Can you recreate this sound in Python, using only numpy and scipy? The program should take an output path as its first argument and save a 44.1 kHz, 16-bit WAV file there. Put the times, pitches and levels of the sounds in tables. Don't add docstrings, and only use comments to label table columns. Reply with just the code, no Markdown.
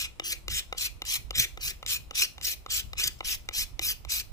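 import sys
import numpy as np
from scipy import signal
from scipy.fft import rfft, irfft
from scipy.io import wavfile
from scipy.ndimage import uniform_filter1d, map_coordinates

SR = 44100
rng = np.random.default_rng(int(sys.argv[2]) if len(sys.argv) > 2 else 0)


def how_loud(loudness_db):
    steps = np.asarray(loudness_db, float) / 20
    return 10 ** steps


def inscribe(sig):
    pcm = np.round(np.clip(np.atleast_2d(sig).T, -1, 1) * 32767)
    wavfile.write(sys.argv[1], SR, pcm.astype(np.int16))


N = 190511

# [edge bites t/s, edge lifts t/s, force at bite level/dB, midway level/dB, at lift level/dB]
STROKES = [(-0.04, 0.056, -18, -35, -41.5), (0.243, 0.331, -40.5, -40.5, -36.5),
           (0.502, 0.594, -40, -38.5, -35.5), (0.774, 0.868, -44.5, -35.5, -35),
           (1.062, 1.163, -43, -32.5, -33.5), (1.355, 1.444, -36.5, -31, -34),
           (1.611, 1.705, -45, -37, -37.5), (1.877, 1.967, -36.5, -32.5, -38.5),
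           (2.151, 2.247, -38.5, -30.5, -35), (2.426, 2.536, -42.5, -31.5, -40),
           (2.704, 2.8, -35, -31.5, -34.5), (2.982, 3.079, -35, -34, -36.5),
           (3.248, 3.348, -39, -35.5, -39.5), (3.534, 3.635, -42, -31.5, -37),
           (3.817, 3.92, -40, -35.5, -36.5), (4.097, 4.206, -35, -35, -38)]
# [peg body level/dB, fine dust level/dB, blade flex level/dB]
GRIP = [(2, -3.5, 2), (3, 3.5, 1), (1.5, -1, 4.5), (-1, -1.5, -1.5), (-1, -0.5, -2), (3.5, -0.5, 3),
        (3, 2, -3.5), (0, -0.5, -1), (1, 0, 0.5), (-1.5, 1, -1.5), (-2.5, -0.5, -1), (3, -3, -0.5),
        (2.5, 2.5, 0), (-1.5, 1, -0.5), (1, 5, 0.5), (0.5, 0.5, -4)]
# [place (0 bite, 1 lift), peg body level/dB, fine dust level/dB, blade flex level/dB]
ALONG = [
    (-0.2, 6.5, -29, 10),
    (0.0, -8, -9, -7.5),
    (0.3, -10, -3, -7.5),
    (0.65, -10, -2.5, -8.5),
    (1.0, -6, -4.5, -5.5),
    (1.4, 9.5, -4, 2),
]
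# [t/s, peak level/dB, peg share level/dB, swell t/s]
CATCHES = [(0.321, -17, -15, 0.0053), (0.5117, -32, -6, 0.0054), (0.78, -15, -28, 0.0055),
           (1.051, -21, -5, 0.0035), (1.1394, -21, -26, 0.0066), (1.3817, -9, -11, 0.005),
           (1.3955, -3, -20, 0.0043), (1.678, -17.5, -6, 0.0051), (2.1515, -21.5, -28, 0.0075),
           (2.1644, -29, -34, 0.0043), (2.2074, -20, -39, 0.0049), (2.219, -7, -6, 0.0043),
           (2.4448, -16, -33, 0.011), (2.7107, -46, -35, 0.0055), (2.986, -33, 9, 0.014),
           (3.036, -10, -17, 0.0069), (3.0735, -7.5, -31, 0.0063), (3.1874, -38, -11, 0.0066),
           (3.3444, -46, -18, 0.0045), (3.4544, -43, -13, 0.0073), (3.909, -18, -27, 0.0045),
           (4.119, -15, -39, 0.0093)]
# [f/Hz, level/dB per Hz]
SHEAR = [(350, -16), (1100, -21), (1600, -13), (2100, -3.5), (3000, -1.5), (4600, 0), (6100, -8.5),
         (7600, 0.5), (8300, -21), (8800, -8), (9600, -4), (10500, -1.5), (12700, -14.5), (15200, 2.5)]
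# [f/Hz, likeness 0..1]
SHEAR_LIKENESS = [(500, 0.99), (2200, 0.7), (3100, 0.94), (6500, 1), (8500, 0.6), (11000, 0.67),
                  (14000, 0.7)]
# [f/Hz, width f/Hz, level/dB]
BLADE = [(2460, 65, -3), (2993, 220, -11.5), (3390, 86, -13), (4283, 26, -7.5), (5285, 397, -5),
         (5780, 134, -8), (6010, 58, -3), (7390, 680, -11), (12950, 530, -16)]
# [f/Hz, level/dB per Hz]
YARD = [(88, -41), (150, 7), (624, 1), (1320, -3.5), (1640, -10), (2400, -4.5), (6180, -17), (8920, -14.5),
        (15000, -23)]
# [t/s, level/dB, left-right level/dB]
WIND = [(0.0, -50, 0), (0.46, -52, 1), (0.5, -37, 3), (0.58, -51.5, -4), (1.17, -49.5, -8),
        (1.19, -45.5, -13), (1.36, -49, 9), (1.38, -48.5, -9), (2.81, -51.5, 2.5), (2.9, -42.5, -1),
        (2.93, -47, 2), (3.23, -50, 4), (3.96, -51.5, -13.0), (4.02, -52, 0.0), (4.08, -49, -8),
        (4.11, -53, 4), (4.29, -53.5, -10), (4.32, -42.5, -23)]
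# [f/Hz, level/dB per Hz]
WIND_COLOUR = [(20, 2.5), (48, 8), (80, 2), (120, -12), (200, -45.5), (320, -75)]
# [t/s, level/dB]
GUSTS = [(0.52, -49), (0.86, -77), (1.2, -54), (1.399, -45.5), (1.66, -51), (2.0, -54.5), (2.4, -70),
         (2.87, -59), (3.07, -56), (3.33, -78), (4.0, -72)]
# [f/Hz, level/dB per Hz]
FLUTTER_COLOUR = [(40, -39), (120, 4.5), (200, -10.5), (350, -19.5), (700, -58), (20000, -90)]
# [t/s, level/dB]
HUM = [
    (.19, -64),
    (.21, -59),
    (.35, -66),
    (.50, -73),
    (.57, -60),
]
# [t/s, peak level/dB, knock share level/dB, bright share level/dB, thud share level/dB]
TAPS = [(0.198, -13.5, -12.5, -14.5, -17), (0.482, -15, -17, -8, -16), (0.727, -17, -4, -14.5, -27),
        (1.02, -15.5, -12, -12.5, -20), (1.308, -19.5, -8.5, -6.5, -20), (1.575, -24.5, -6.5, -12, -15),
        (1.829, -24.5, -8, -14.5, -38), (1.864, -23, -47, 1, -42), (2.11, -23.5, -5, -10.5, -26),
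        (2.381, -27.5, -8, -14, -18), (2.413, -26.5, -25, -4.5, -16), (2.663, -28, -1, -9, -35),
        (2.933, -22.5, -9.5, -9, -39), (3.207, -17, -7, -22, -15), (3.489, -14, -13, -12.5, -22),
        (3.794, -13.5, -14.5, -8.5, -16), (4.05, -29.5, -6, -6.5, -9.5)]
# [f/Hz, level/dB, t60 t/s]
PEG = [(339, -19, 0.044), (539, -6, 0.012), (713, -6.5, 0.0052), (795, -5.5, 0.012), (1095, -1, 0.0065),
       (1271, -3.5, 0.011), (1720, -9, 0.0019), (2054, -8, 0.022), (2350, -1.5, 0.0083),
       (2910, -5.5, 0.026), (3740, -4.5, 0.014), (4100, -3, 0.0024), (5110, -6, 0.0042), (6000, -6, 0.0038),
       (7120, -10, 0.0033)]
# [f/Hz, level/dB per Hz]
CRACK_COLOUR = [(1500, -10), (3000, -22.5), (7000, -8), (9000, -11.5), (14000, -8.5), (20000, -3.0)]


def rms_one(x):
    return x / np.sqrt(np.mean(x ** 2) + 1e-20)


def in_time(rows, outside=None):
    s, *columns = np.transpose(rows)
    return [np.interp(np.arange(N) / SR, s, c, outside, outside) for c in columns]


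def at_hz(points, hz):
    f, value = np.transpose(points)
    return np.interp(np.log(hz), np.log(f), value)


def drift(rate_hz):
    r = np.exp(-40 * np.pi * rate_hz / SR)
    slow = signal.lfilter([1], [1, -2 * r, r * r], rng.standard_normal(N // 20 + 2002))[2000:]
    return np.interp(np.arange(N) / 20, np.arange(len(slow)), rms_one(slow))


def ring(clicks, hz, t60):
    r, w = how_loud(-60 / (t60 * SR)), 2 * np.pi * hz / SR
    return signal.lfilter([0, np.sin(w)], [1, -2 * r * np.cos(w), r * r], clicks + 1e-18)


def coloured(spectrum, channels=2):
    hz = np.arange(N // 2 + 1) * SR / N + 1
    white = rfft(rng.standard_normal((channels, N)))
    return rms_one(irfft(white * how_loud(at_hz(spectrum, hz)), N))


def clicks_at(times, levels_db):
    out = np.zeros(N)
    places = np.clip((np.asarray(times) * SR).astype(int), 0, N - 1)
    np.add.at(out, places, how_loud(levels_db))
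    return out


def strokes(build_db_per_s=1998, die_db_per_s=658, drop_db=10, drop_s=0.018):
    t, force_db, shares_db = np.arange(N) / SR, np.full(N, -140.), np.zeros((3, N))
    place, *usual_db = np.transpose(ALONG)
    for (bite, lift, bite_db, middle_db, lift_db), grip_db in zip(STROKES, GRIP):
        near = slice(max(int((bite - .06) * SR), 0), int((lift + .11) * SR))
        now = t[near]
        along = (now - bite) / (lift - bite)
        arch_db = np.interp(along, [0, .5, 1], [bite_db, middle_db, lift_db])
        build_db = build_db_per_s * np.maximum(bite - now, 0)
        die_db = die_db_per_s * np.maximum(now - lift, 0)
        break_db = drop_db * np.clip((now - lift) / drop_s, 0, 1)
        force_db[near] = arch_db - build_db - die_db - break_db
        shares_db[:, near] = [np.interp(along, place, share) + extra
                              for share, extra in zip(usual_db, grip_db)]
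    return force_db, shares_db


def tearing(peak_db):
    t, out = np.arange(2000) / SR, np.zeros(N)
    for (s, _, _, swell_s), top_db in zip(CATCHES, peak_db):
        u = t / swell_s
        out[int((s - .6 * swell_s) * SR):][:len(t)] += how_loud(top_db) * u ** 2 * np.exp(1 - u ** 2)
    return out


def shearing(fibres_per_s=14000., size_db=1.0, chatter_db=1.0, patchy_db=2.0, sing_db=3.5):
    level, (body_db, dust_db, flex_db) = strokes()
    chatter = how_loud(chatter_db * (drift(75) + 1.2 * drift(360)))
    _, catch_db, peg_db, _ = np.transpose(CATCHES)
    tear, tear_body = tearing(catch_db - 22), tearing(catch_db + peg_db - 14)
    sizes = how_loud(size_db * np.minimum(rng.exponential(1, (4, N)), 5)) * rng.choice([-1, 1], (4, N))
    snaps = rng.random((4, N)) < fibres_per_s / SR
    fibres = rms_one(sizes * snaps).reshape(2, 2, N)

    def heard(k, hz, gain_db):
        body, flex, dust = hz < 2750, 2750 <= hz < 3900, np.clip((hz - 8000) / 2500, 0, 1)
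        colour_db = body * (body_db + 7) + dust * (dust_db + 3.5) + flex * (flex_db + 9.0)
        force = chatter * how_loud(level + colour_db) + (tear_body if hz < 2900 else tear)
        alike = at_hz(SHEAR_LIKENESS, hz)
        shared, own = fibres[k % 2]
        ports = np.sqrt(1 + alike) * shared + np.sqrt(1 - alike) * own * [[1], [-1]]
        return force * how_loud(gain_db) * ports + 1e-18

    edges, out = 320 * 2 ** np.arange(0, 5.75, .2), np.zeros((2, N))
    for k, (low, high) in enumerate(zip(edges, edges[1:])):
        hz = np.sqrt(low * high)
        band = signal.butter(2, [low, high], "band", fs=SR, output="sos")
        out += signal.sosfilt(band, heard(k, hz, at_hz(SHEAR, hz) + patchy_db * drift(17.4)))
    for k, (hz, width, mode_db) in enumerate(BLADE):
        struck = heard(k, hz, mode_db + sing_db * drift(27.0))
        sung = ring(struck, hz, 1.64 / width) * width * 2 * np.pi / SR
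        no_lows = signal.butter(2, hz * 0.56, "high", fs=SR, output="sos")
        out += signal.sosfilt(no_lows, sung) * how_loud(9.0)
    return out * how_loud(5.5)


def off_knee(x, echo_db=-3.5, path_s=0.0007335, sway_s=0.000196):
    sway, n = drift(2.55), np.arange(N)
    left_s = path_s + sway_s * sway
    right_s = 1.089 * path_s + sway_s * (sway + 0.23 * drift(3.7))
    echo = [np.interp(n - np.maximum(lag, 0) * SR, n, v) for lag, v in zip([left_s, right_s], x)]
    return x + how_loud(echo_db) * np.array(echo)


def fences(x, t60_s=0.29, wash_db=-20):
    t = np.arange(int(.5 * SR)) / SR
    onset = np.clip((t - .008) / 0.022, 0, 1)
    response = rng.standard_normal((2, len(t))) * how_loud(-60 * t / t60_s) * onset
    response = signal.lfilter([1], [1, -.15], response)
    response /= np.sqrt(np.sum(response ** 2, axis=1, keepdims=True))
    return how_loud(wash_db) * signal.fftconvolve(x, response, axes=1)[:, :N]


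def yard():
    return how_loud(-60) * coloured([(40, -30), *YARD])


def wind(lumpy_db=4.0, gust_s=0.025, calm_edge_db=-62.5):
    level_db, pan_db = in_time(WIND)
    pan_db = pan_db - 0.7
    t = np.arange(N) / SR
    gusts = how_loud(calm_edge_db) + sum(how_loud(top_db) * np.exp(-((t - s) / gust_s) ** 2) for s, top_db in GUSTS)
    lumps = how_loud(lumpy_db * np.array([drift(22), drift(10.2)]))
    rumble = coloured([(4.2, -41), *WIND_COLOUR, (600, -48), (20000, -98)])
    edge = coloured(FLUTTER_COLOUR) * gusts
    rumble = rumble + 0.16 * rumble[::-1]
    return (rumble * how_loud(level_db) + edge) * lumps * how_loud(2.5 + pan_db * [[.5], [-.5]])


def insect(wing_hz=337):
    phase = 2 * np.pi * np.cumsum(wing_hz * (1 + 0.0033 * drift(5.3))) / SR
    return np.sqrt(2) * how_loud(in_time(HUM, outside=-150.)[0]) * np.sin(phase)


def taps(bounce_s=.022, bounce_db=-13.0, contact_cycles=12.7):
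    s, peak_db, low_db, bright_db, thud_db = np.transpose(TAPS)
    chance, out = rng.normal(0, 1, (len(s), len(PEG), 3)), np.zeros((2, N))
    for k, (hz, mode_db, t60) in enumerate(PEG):
        share_db = np.clip((hz - 3500) / 800, 0, 1) * (bright_db + 11.5)
        share_db = share_db + (400 < hz < 1500) * (low_db + 8.5) + (hz < 400) * (thud_db + 14.5)
        level_db = peak_db + mode_db + share_db - 5.5
        at = s - .0008 + 0.00036 * chance[:, k, 1]
        clicks = clicks_at(at, level_db + 1.4 * chance[:, k, 0])
        clicks += clicks_at(at + bounce_s, level_db + bounce_db - hz / 400 + 1.5 * chance[:, k, 2])
        contact = min(contact_cycles / hz, .012)
        pushed = ring(clicks, hz, contact) * 2 * np.log(1000) / (contact * SR)
        out += (-1) ** k * ring(pushed, hz, t60) * how_loud(1.1 * rng.normal(0, 1, (2, 1)))
    landing = clicks_at(s - .0005, peak_db + bright_db - 5.5)
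    burst = signal.lfilter([1], [1, -how_loud(-60 / (0.016 * SR))], landing)
    burst = uniform_filter1d(burst, size=70)
    return out + burst * coloured(CRACK_COLOUR)


def scene(lag=7.02, sway=0.64, sway_hz=5.7):
    work = (off_knee(shearing()) + off_knee(taps(), echo_db=-12.0)) * how_loud([[.5], [-.6]])
    lagged = np.arange(N) - lag - sway * drift(sway_hz)
    work[1] = map_coordinates(work[1], [lagged], order=3, mode="nearest")
    return work + fences(work) + yard() + wind() + insect()


def band_limit(x):
    return signal.sosfilt(signal.butter(12, 16680, fs=SR, output="sos"), x)


def record(dry, dip_hz=8940, dip_width_hz=320, cutoff_hz=15500):
    dip = signal.lfilter(*signal.iirpeak(dip_hz, dip_hz / dip_width_hz, fs=SR), dry)
    top_cut = signal.ellip(8, .5, 38, cutoff_hz, fs=SR, output="sos")
    mix = signal.sosfilt(top_cut, dry - dip)
    return band_limit(mix)


dry = scene()
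out = record(dry)
inscribe(out)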